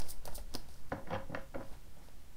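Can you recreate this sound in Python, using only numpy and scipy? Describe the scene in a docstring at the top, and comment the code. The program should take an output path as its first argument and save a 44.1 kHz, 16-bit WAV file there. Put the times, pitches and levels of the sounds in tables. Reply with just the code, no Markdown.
"""A small, quiet room: cards are shuffled overhand close to a microphone, then patted square.
Packets slide with a hiss of dense tiny slips and snap down with a bright crack and a damped deck knock.
Palm blows ring the deck's hollow modes while random knocks rattle the cards into line.
The swinging hand pushes slow air at the microphone; sparse reflections and steady noise form the room."""
import sys
import numpy as np
from scipy import signal
from scipy.fft import rfft, irfft
from scipy.io import wavfile

SR = 44100
rng = np.random.default_rng(int(sys.argv[2]) if len(sys.argv) > 2 else 0)


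def bounce(signal):
    """Save signal as a 16-bit WAV file at the path given by the first command-line argument."""
    frames = np.transpose(np.atleast_2d(signal))
    limited = np.clip(frames, -1, 1)
    pcm = np.round(limited * 32767).astype(np.int16)
    wavfile.write(sys.argv[1], SR, pcm)


N = 104252

# Card faces sliding: (time [s], level [dB], tilt [dB/octave], limited to -6..9 in use)
SLIDE_LEVELS = [(0.0, -42, -1), (0.01, -63.5, -24), (0.02, -58, -6), (0.034, -66.5, -15), (0.082, -60, -18),
                (0.091, -51, 0.5), (0.108, -46.5, 0), (0.134, -64, -4), (0.188, -77, -4), (0.244, -115, -5),
                (0.254, -55, 5), (0.302, -67.5, -3), (0.34, -66, -2), (0.354, -48.5, 2),
                (0.466, -88.5, -12), (0.532, -73, -10), (0.55, -60, -7), (0.554, -52, -2),
                (0.564, -62.5, 1), (0.676, -91, 0), (0.686, -68.5, -7), (0.798, -73.5, -15),
                (0.866, -98, -15), (0.9, -66.5, -12)]
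# Fingers shifting on the deck: (time [s], level [dB])
FINGER_RUB_LEVELS = [(1.58, -79.5), (1.74, -72), (1.754, -78), (1.94, -100), (1.988, -75), (2.008, -91),
                     (2.04, -72), (2.122, -84), (2.2, -96)]
# Broad resonances of a card face: (frequency [Hz], width [Hz], level [dB])
FACE_RESONANCES = [(4930, 990, 7.5), (9140, 1000, 9.5), (10570, 2200, 5), (14200, 1700, 9)]
SLIPS_PER_S, SLIP_SPREAD_DB = 15000, 8
SLIDE_LOW_CUT_HZ, SLIDE_GAIN = 3400, 0.28


def slides():
    """Dense tiny slips ring the broad resonances of the card faces."""
    tilt_db = np.clip(curve(SLIDE_LEVELS, column=2), -6, 9)
    hiss = np.zeros(N)
    for hz, width_hz, db in FACE_RESONANCES:
        slips = ticks(SLIPS_PER_S, SLIP_SPREAD_DB)
        face = ring([(hz, 0, 1.27 / width_hz)], rise_s=0.00005)[:400]
        face = face / np.linalg.norm(face)
        gain = amp(db + tilt_db * np.log2(hz / 8000))
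        hiss += gain * signal.oaconvolve(slips, face)[:N]
    low_cut = signal.butter(4, SLIDE_LOW_CUT_HZ, "high", fs=SR, output="sos")
    hiss = signal.sosfilt(low_cut, hiss) / np.std(slips)
    level = amp(curve(SLIDE_LEVELS)) + amp(curve(FINGER_RUB_LEVELS))
    return SLIDE_GAIN * hiss * level


# Packet edges snapping on the deck: (time [s], snap peak [dB], knock peak [dB], flutter decay [s],
# favoured pitch [Hz], snap tilt [dB/octave])
SNAP_EVENTS = [(0.0162, -35.5, -42.5, 0.0039, 990, -2), (.066, -51, -52, 0.0039, 845, -16),
               (.089, -45, -49, 0.0032, 810, -2), (0.1235, -50, -54.5, 0.0037, 805, -22),
               (0.254, -28.5, -41.5, 0.002, 750, 8.5), (0.2761, -35, -33, 0.0009, 1000, -2.5),
               (.283, -49, -42.5, 0.0021, 650, 7), (.3275, -46, -45, 0.0027, 730, -9),
               (.379, -41, -40, .003, 770, -5), (.384, -61, -49, .002, 517, 3),
               (0.5396, -29.5, -56, 0.0019, 613, 8), (.5506, -21.5, -32, 0.0012, 334, 5),
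               (.687, -45, -52, 0.0018, 750, 6), (0.7413, -44.5, -61, 0.001, 665, 6),
               (2.0853, -50, -50, 0.0011, 630, -3)]
# Snap spectrum before tilt: (frequency [Hz], relative density [dB per Hz])
SNAP_SPECTRUM = [(880, -62), (1500, -17), (2230, -4), (4000, 5), (5700, 8), (7000, -14), (9750, -3),
                 (11500, -18), (13300, -18), (16000, -23)]
# Ring of deck and cupped hands, undamped: (frequency [Hz], level [dB], t60 [s])
DECK_MODES = [(337, -7.5, 0.11), (352, -8.5, 0.06), (548, -1, 0.074), (474, -10.5, 0.058),
              (651, -10, 0.066), (804, -0.5, 0.024), (1010, -10.5, 0.058), (1140, -7.5, 0.017),
              (1434, -7, 0.027), (1697, -12, 0.042), (1880, -12.5, 0.039), (2167, -13, 0.023)]
# Low thump modes, undamped: (frequency [Hz], level [dB], t60 [s])
THUMP_MODES = [(97, 0, 0.22), (166.3, 2, 0.1), (207, -2, 0.092), (240, -0.5, 0.076), (293.5, 1, 0.086)]
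SNAP_RISE_S, SNAP_TICK, KNOCK_T60_FACTOR = 0.001093, 5.8, 0.21


def snaps():
    """Each landing packet gives a tick, a short flutter of bright noise and a damped deck knock."""
    out = np.zeros(N)
    t = np.arange(2048) / SR
    tick = SNAP_TICK * (np.arange(len(t)) == round(SNAP_RISE_S * SR))
    for s, snap_db, knock_db, flutter_s, pitch_hz, tilt_db in SNAP_EVENTS:
        rise = np.minimum(t / SNAP_RISE_S, 1) ** 3
        decay = np.exp(-np.maximum(t - SNAP_RISE_S, 0) / flutter_s)
        spectrum = [(hz, db + tilt_db * np.log2(hz / 6000)) for hz, db in SNAP_SPECTRUM]
        noise = rng.standard_normal(len(t))
        crack = coloured(noise + tick, spectrum) * rise * decay
        add(out, s, amp(snap_db) * crack / abs(crack).max())
        modes = favoured(THUMP_MODES + DECK_MODES, pitch_hz, KNOCK_T60_FACTOR)
        add(out, s, -amp(knock_db) * ring(modes, rise_s=0.0001))
    return out


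# Palm blows on the deck: (time [s], deck peak [dB], edge click peak [dB], thump peak [dB],
# contact decay [s], favoured pitch [Hz], favoured thump pitch [Hz])
PAT_EVENTS = [(.918, -24, -67, -41, 0.00088, 1420, 167), (.922, -27.5, -79, -34.5, 0.00093, 580, 300),
              (.937, -45, -75, -40.5, 0.006, 493, 171), (1.071, -42.5, -61, -46, 0.0022, 1430, 200),
              (1.105, -33.5, -46, -42, 0.0038, 880, 199), (1.118, -34.5, -69, -38, 0.00094, 785, 173),
              (1.129, -29.5, -43, -39, 0.0038, 770, 202), (1.141, -32.5, -41, -63, 0.00065, 730, 240),
              (1.148, -34.5, -41.5, -45, 0.0036, 1040, 203), (1.158, -30, -49, -45.5, 0.0016, 1010, 198),
              (1.295, -47, -74, -39, 0.0018, 565, 169), (1.318, -41, -72, -38, 0.0021, 560, 182),
              (1.346, -27.5, -38, -40.5, 0.0022, 1430, 199), (1.372, -35, -53, -43.5, 0.00071, 570, 193),
              (1.545, -43, -51, -51, 0.0016, 1620, 174), (1.554, -33, -70, -43, 0.0015, 530, 210),
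              (1.580, -40, -68, -46, 0.00074, 694, 202), (1.606, -37.5, -70, -63, 0.0021, 1040, 200),
              (1.626, -43, -62, -47, 0.00067, 1290, 222)]
# Card edge modes, undamped: (frequency [Hz], level [dB], t60 [s])
EDGE_MODES = [(2734, 9, 0.0098), (3226, 4.5, 0.018), (3770, 0.5, 0.01), (4470, 4.5, 0.005),
              (5620, 2, 0.0065)]
PAT_RISE_S, PAT_ROUGHNESS = 0.00111, 0.24


def pats():
    """Each blow is a firm tick with a rough trail that sets deck, palm and card edges ringing."""
    out = np.zeros(N)
    t = np.arange(600) / SR
    for s, deck_db, edge_db, thump_db, contact_s, pitch_hz, thump_hz in PAT_EVENTS:
        trail = np.minimum(t / PAT_RISE_S, 1) * np.exp(-t / contact_s)
        push = PAT_ROUGHNESS * rng.standard_normal(len(t)) * trail
        push[round(PAT_RISE_S * SR)] += 1
        parts = [(favoured(DECK_MODES, pitch_hz), deck_db),
                 (favoured(THUMP_MODES, thump_hz), thump_db),
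                 (EDGE_MODES, edge_db)]
        for modes, peak_db in parts:
            sound = signal.fftconvolve(push, ring(modes, rise_s=0.00027))
            add(out, s, amp(peak_db) * sound / abs(sound).max())
    return out


# Cards rattling into line: (time [s], level [dB], thump above it [dB], edge above it [dB],
# deck tilt [dB/octave])
RATTLE_LEVELS = [(0.9, -84, 0, -25, -2), (0.91, -75, 18, -12, 11), (0.92, -39, -1, -18, -9),
                 (0.946, -42.5, -7.5, -32.5, 1), (1.04, -58.5, -3, -33, -8), (1.138, -37.5, -9, -22.5, 5),
                 (1.272, -65, -5, -26, -1.5), (1.316, -52, 3.5, -39, -4), (1.34, -46, 0, -27, -4),
                 (1.352, -44, -12, -22, 2), (1.438, -63.5, 1, -14, 6), (1.486, -92, -3, -27, 0),
                 (1.522, -95, -15, -25, -12), (1.544, -39.5, -7, -39, 4), (1.558, -46.5, -0.5, -28, -0.5),
                 (1.588, -51.5, 11, -29, -5), (1.606, -45, -10, -30, -4), (1.66, -64, -10, -14, 3),
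                 (1.71, -56.5, 0.5, -24, -6), (1.736, -54, -18, -14, 4.5), (1.848, -93, -10, -31, -12),
                 (1.858, -63, -28, -29, -11.5), (1.934, -85, 11, -28, 8), (1.974, -59, -5, -37, -9),
                 (2.058, -65, -0.5, -26, 4.5), (2.084, -65.5, -4.5, -33, 5), (2.2, -86, 17, -26.5, 1)]
# Deck creaking in the holding hand: (time [s], level [dB])
CREAK_LEVELS = [(0.0, -41), (0.014, -47), (0.208, -64.5), (0.284, -43.5), (0.3, -56), (0.338, -49.5),
                (0.37, -81), (0.38, -44.5), (0.438, -69), (0.526, -59), (0.554, -30), (0.57, -60),
                (0.62, -57), (0.9, -65.5)]
RATTLES_PER_S, RATTLE_SPREAD_DB, RATTLE_T60_FACTOR, RATTLE_GAIN_DB = 1500, 5.5, 0.39, -10


def rattle():
    """Random knocks between cards, and creaks of the held deck, each ring one mode briefly."""
    level_db, thump_db, edge_db, tilt_db = (curve(RATTLE_LEVELS, column=k) for k in (1, 2, 3, 4))
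    tilt_db = np.clip(tilt_db, -20, 20)
    creak = amp(curve(CREAK_LEVELS))
    out = np.zeros(N)
    # (modes, rattle offset [dB], creak offset [dB], tilt [dB/octave])
    parts = [(DECK_MODES, 0, -3, tilt_db), (THUMP_MODES, thump_db, -9, 0), (EDGE_MODES, edge_db, -25, 0)]
    for modes, extra_db, creak_db, part_tilt_db in parts:
        for hz, db, t60_s in modes:
            knocks = ticks(RATTLES_PER_S, RATTLE_SPREAD_DB)
            body = ring([(hz, 0, RATTLE_T60_FACTOR * t60_s)], rise_s=0.00083)
            force = amp(level_db + extra_db + part_tilt_db * np.log2(hz / 800))
            force = force + creak * amp(creak_db)
            sound = signal.oaconvolve(knocks * force, body)[:N]
            out += amp(db + RATTLE_GAIN_DB) * sound / np.std(knocks) / np.linalg.norm(body)
    return out


# Air stirred at the microphone: (time [s], level [dB])
RUMBLE_LEVELS = [(0.0, -48), (0.06, -39), (0.11, -40), (0.18, -46), (0.29, -38.5), (0.46, -40.5),
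                 (0.52, -41), (0.72, -46.5), (1.68, -46), (1.7, -37), (1.75, -46), (2.31, -53), (2.36, -55)]
# Rumble spectrum: (frequency [Hz], relative density [dB per Hz])
RUMBLE_SPECTRUM = [(3, 1), (7, -1), (14, -2), (32, -12.5), (59, -20.5), (129, -48.5), (200, -51),
                   (330, -120)]
SWING_HZ, SWING_PEAK_S = 3.81, 0.045
SWING_START_DB, SWING_SLOPE_DB_PER_S, OFFSET = -24.5, -17, 0.0059


def air():
    """A fading slow pressure swing from the hand, a lumpy noise rumble and a constant offset."""
    t = np.arange(N) / SR
    swing_level = amp(SWING_START_DB + SWING_SLOPE_DB_PER_S * t)
    swing = swing_level * np.cos(2 * np.pi * SWING_HZ * (t - SWING_PEAK_S))
    rumble = amp(curve(RUMBLE_LEVELS)) * coloured(rng.standard_normal(N), RUMBLE_SPECTRUM)
    return OFFSET + swing + rumble


ROOM_T60_S, ROOM_LOWPASS_HZ, ROOM_DB = 0.28, 4630, -13


def room(x):
    """Sparse reflections of random sign, dying away, duller than the direct sound."""
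    taps = np.zeros(SR // 2)
    at = np.arange(150, SR // 2 - 20, 20)
    at = at + rng.integers(0, 20, len(at))
    taps[at] = rng.choice([-1., 1.], len(at))
    taps *= amp(-60 * np.arange(len(taps)) / SR / ROOM_T60_S)
    r = np.exp(-2 * np.pi * ROOM_LOWPASS_HZ / SR)
    taps = signal.lfilter([1 - r], [1, -r], taps)
    return amp(ROOM_DB) * signal.fftconvolve(x, taps / np.linalg.norm(taps))[:N]


# Quiet of the room: (frequency [Hz], relative density [dB per Hz])
QUIET_SPECTRUM = [(35, -46), (60, 5.5), (96, -0.5), (139, -0.5), (256, -11.5), (408, -15), (2580, -24),
                  (16000, -29.5)]
QUIET_RMS_DB = -59.5


def quiet():
    """Steady noise, strongest in the bass."""
    return amp(QUIET_RMS_DB) * coloured(rng.standard_normal(N), QUIET_SPECTRUM)


def amp(db):
    """Amplitude factor of a level in dB."""
    return 10 ** (np.asarray(db) / 20)


def curve(points, column=1):
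    """A column of a time table at every sample; -140 outside."""
    p = np.array(points)
    return np.interp(np.arange(N) / SR, p[:, 0], p[:, column], -140, -140)


def coloured(x, points):
    """x shaped by a spectrum, rms 1."""
    f, db = np.transpose(points)
    hz = np.fft.rfftfreq(len(x), 1 / SR)
    shape_db = np.interp(np.log(hz + 1), np.log(f + 1), db, -90, -90)
    y = irfft(rfft(x) * amp(shape_db), len(x))
    return y / np.sqrt(np.mean(y ** 2) + 1e-20)


def ring(modes, rise_s):
    """Response of an object to one soft tick, peak 1; successive modes start in opposite directions."""
    t = np.arange(SR // 5) / SR
    x = np.zeros(len(t))
    for k, (hz, db, t60_s) in enumerate(modes):
        x += (-1) ** k * amp(db - 60 * t / t60_s) * np.sin(2 * np.pi * hz * t)
    x *= 1 - np.exp(-t / rise_s)
    return x / abs(x).max()


FAVOUR_DB_PER_OCTAVE = -10


def favoured(modes, pitch_hz, t60_factor=1):
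    """Where the deck is struck decides which modes sound most."""
    return [(hz, db + FAVOUR_DB_PER_OCTAVE * abs(np.log2(hz / pitch_hz)), t60_factor * t60_s)
            for hz, db, t60_s in modes]


def ticks(per_s, spread_db):
    """Random ticks of uneven size and sign."""
    when, size, sign = rng.random((3, N))
    size_db = spread_db * np.minimum(-np.log(size + 1e-9), 4)
    return (when < per_s / SR) * amp(size_db) * np.sign(sign - 0.5)


def add(mix, s, sound):
    """Adds sound into mix from time s [s], cut at the end."""
    part = mix[round(s * SR):][:len(sound)]
    part += sound[:len(part)]


def scene():
    """Cards, their reflections, moving air and the quiet, in one channel."""
    cards = slides() + snaps() + pats() + rattle()
    return (cards + room(cards) + air() + quiet())[None]


LOW_PASS_HZ = 15750


def record(dry):
    """Steep linear-phase low-pass: nothing sounds above about 16 kHz."""
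    low_pass = signal.firwin(511, LOW_PASS_HZ, window=("kaiser", 9), fs=SR)
    return signal.oaconvolve(dry, low_pass[None], "same")


dry = scene()
out = record(dry)
bounce(out)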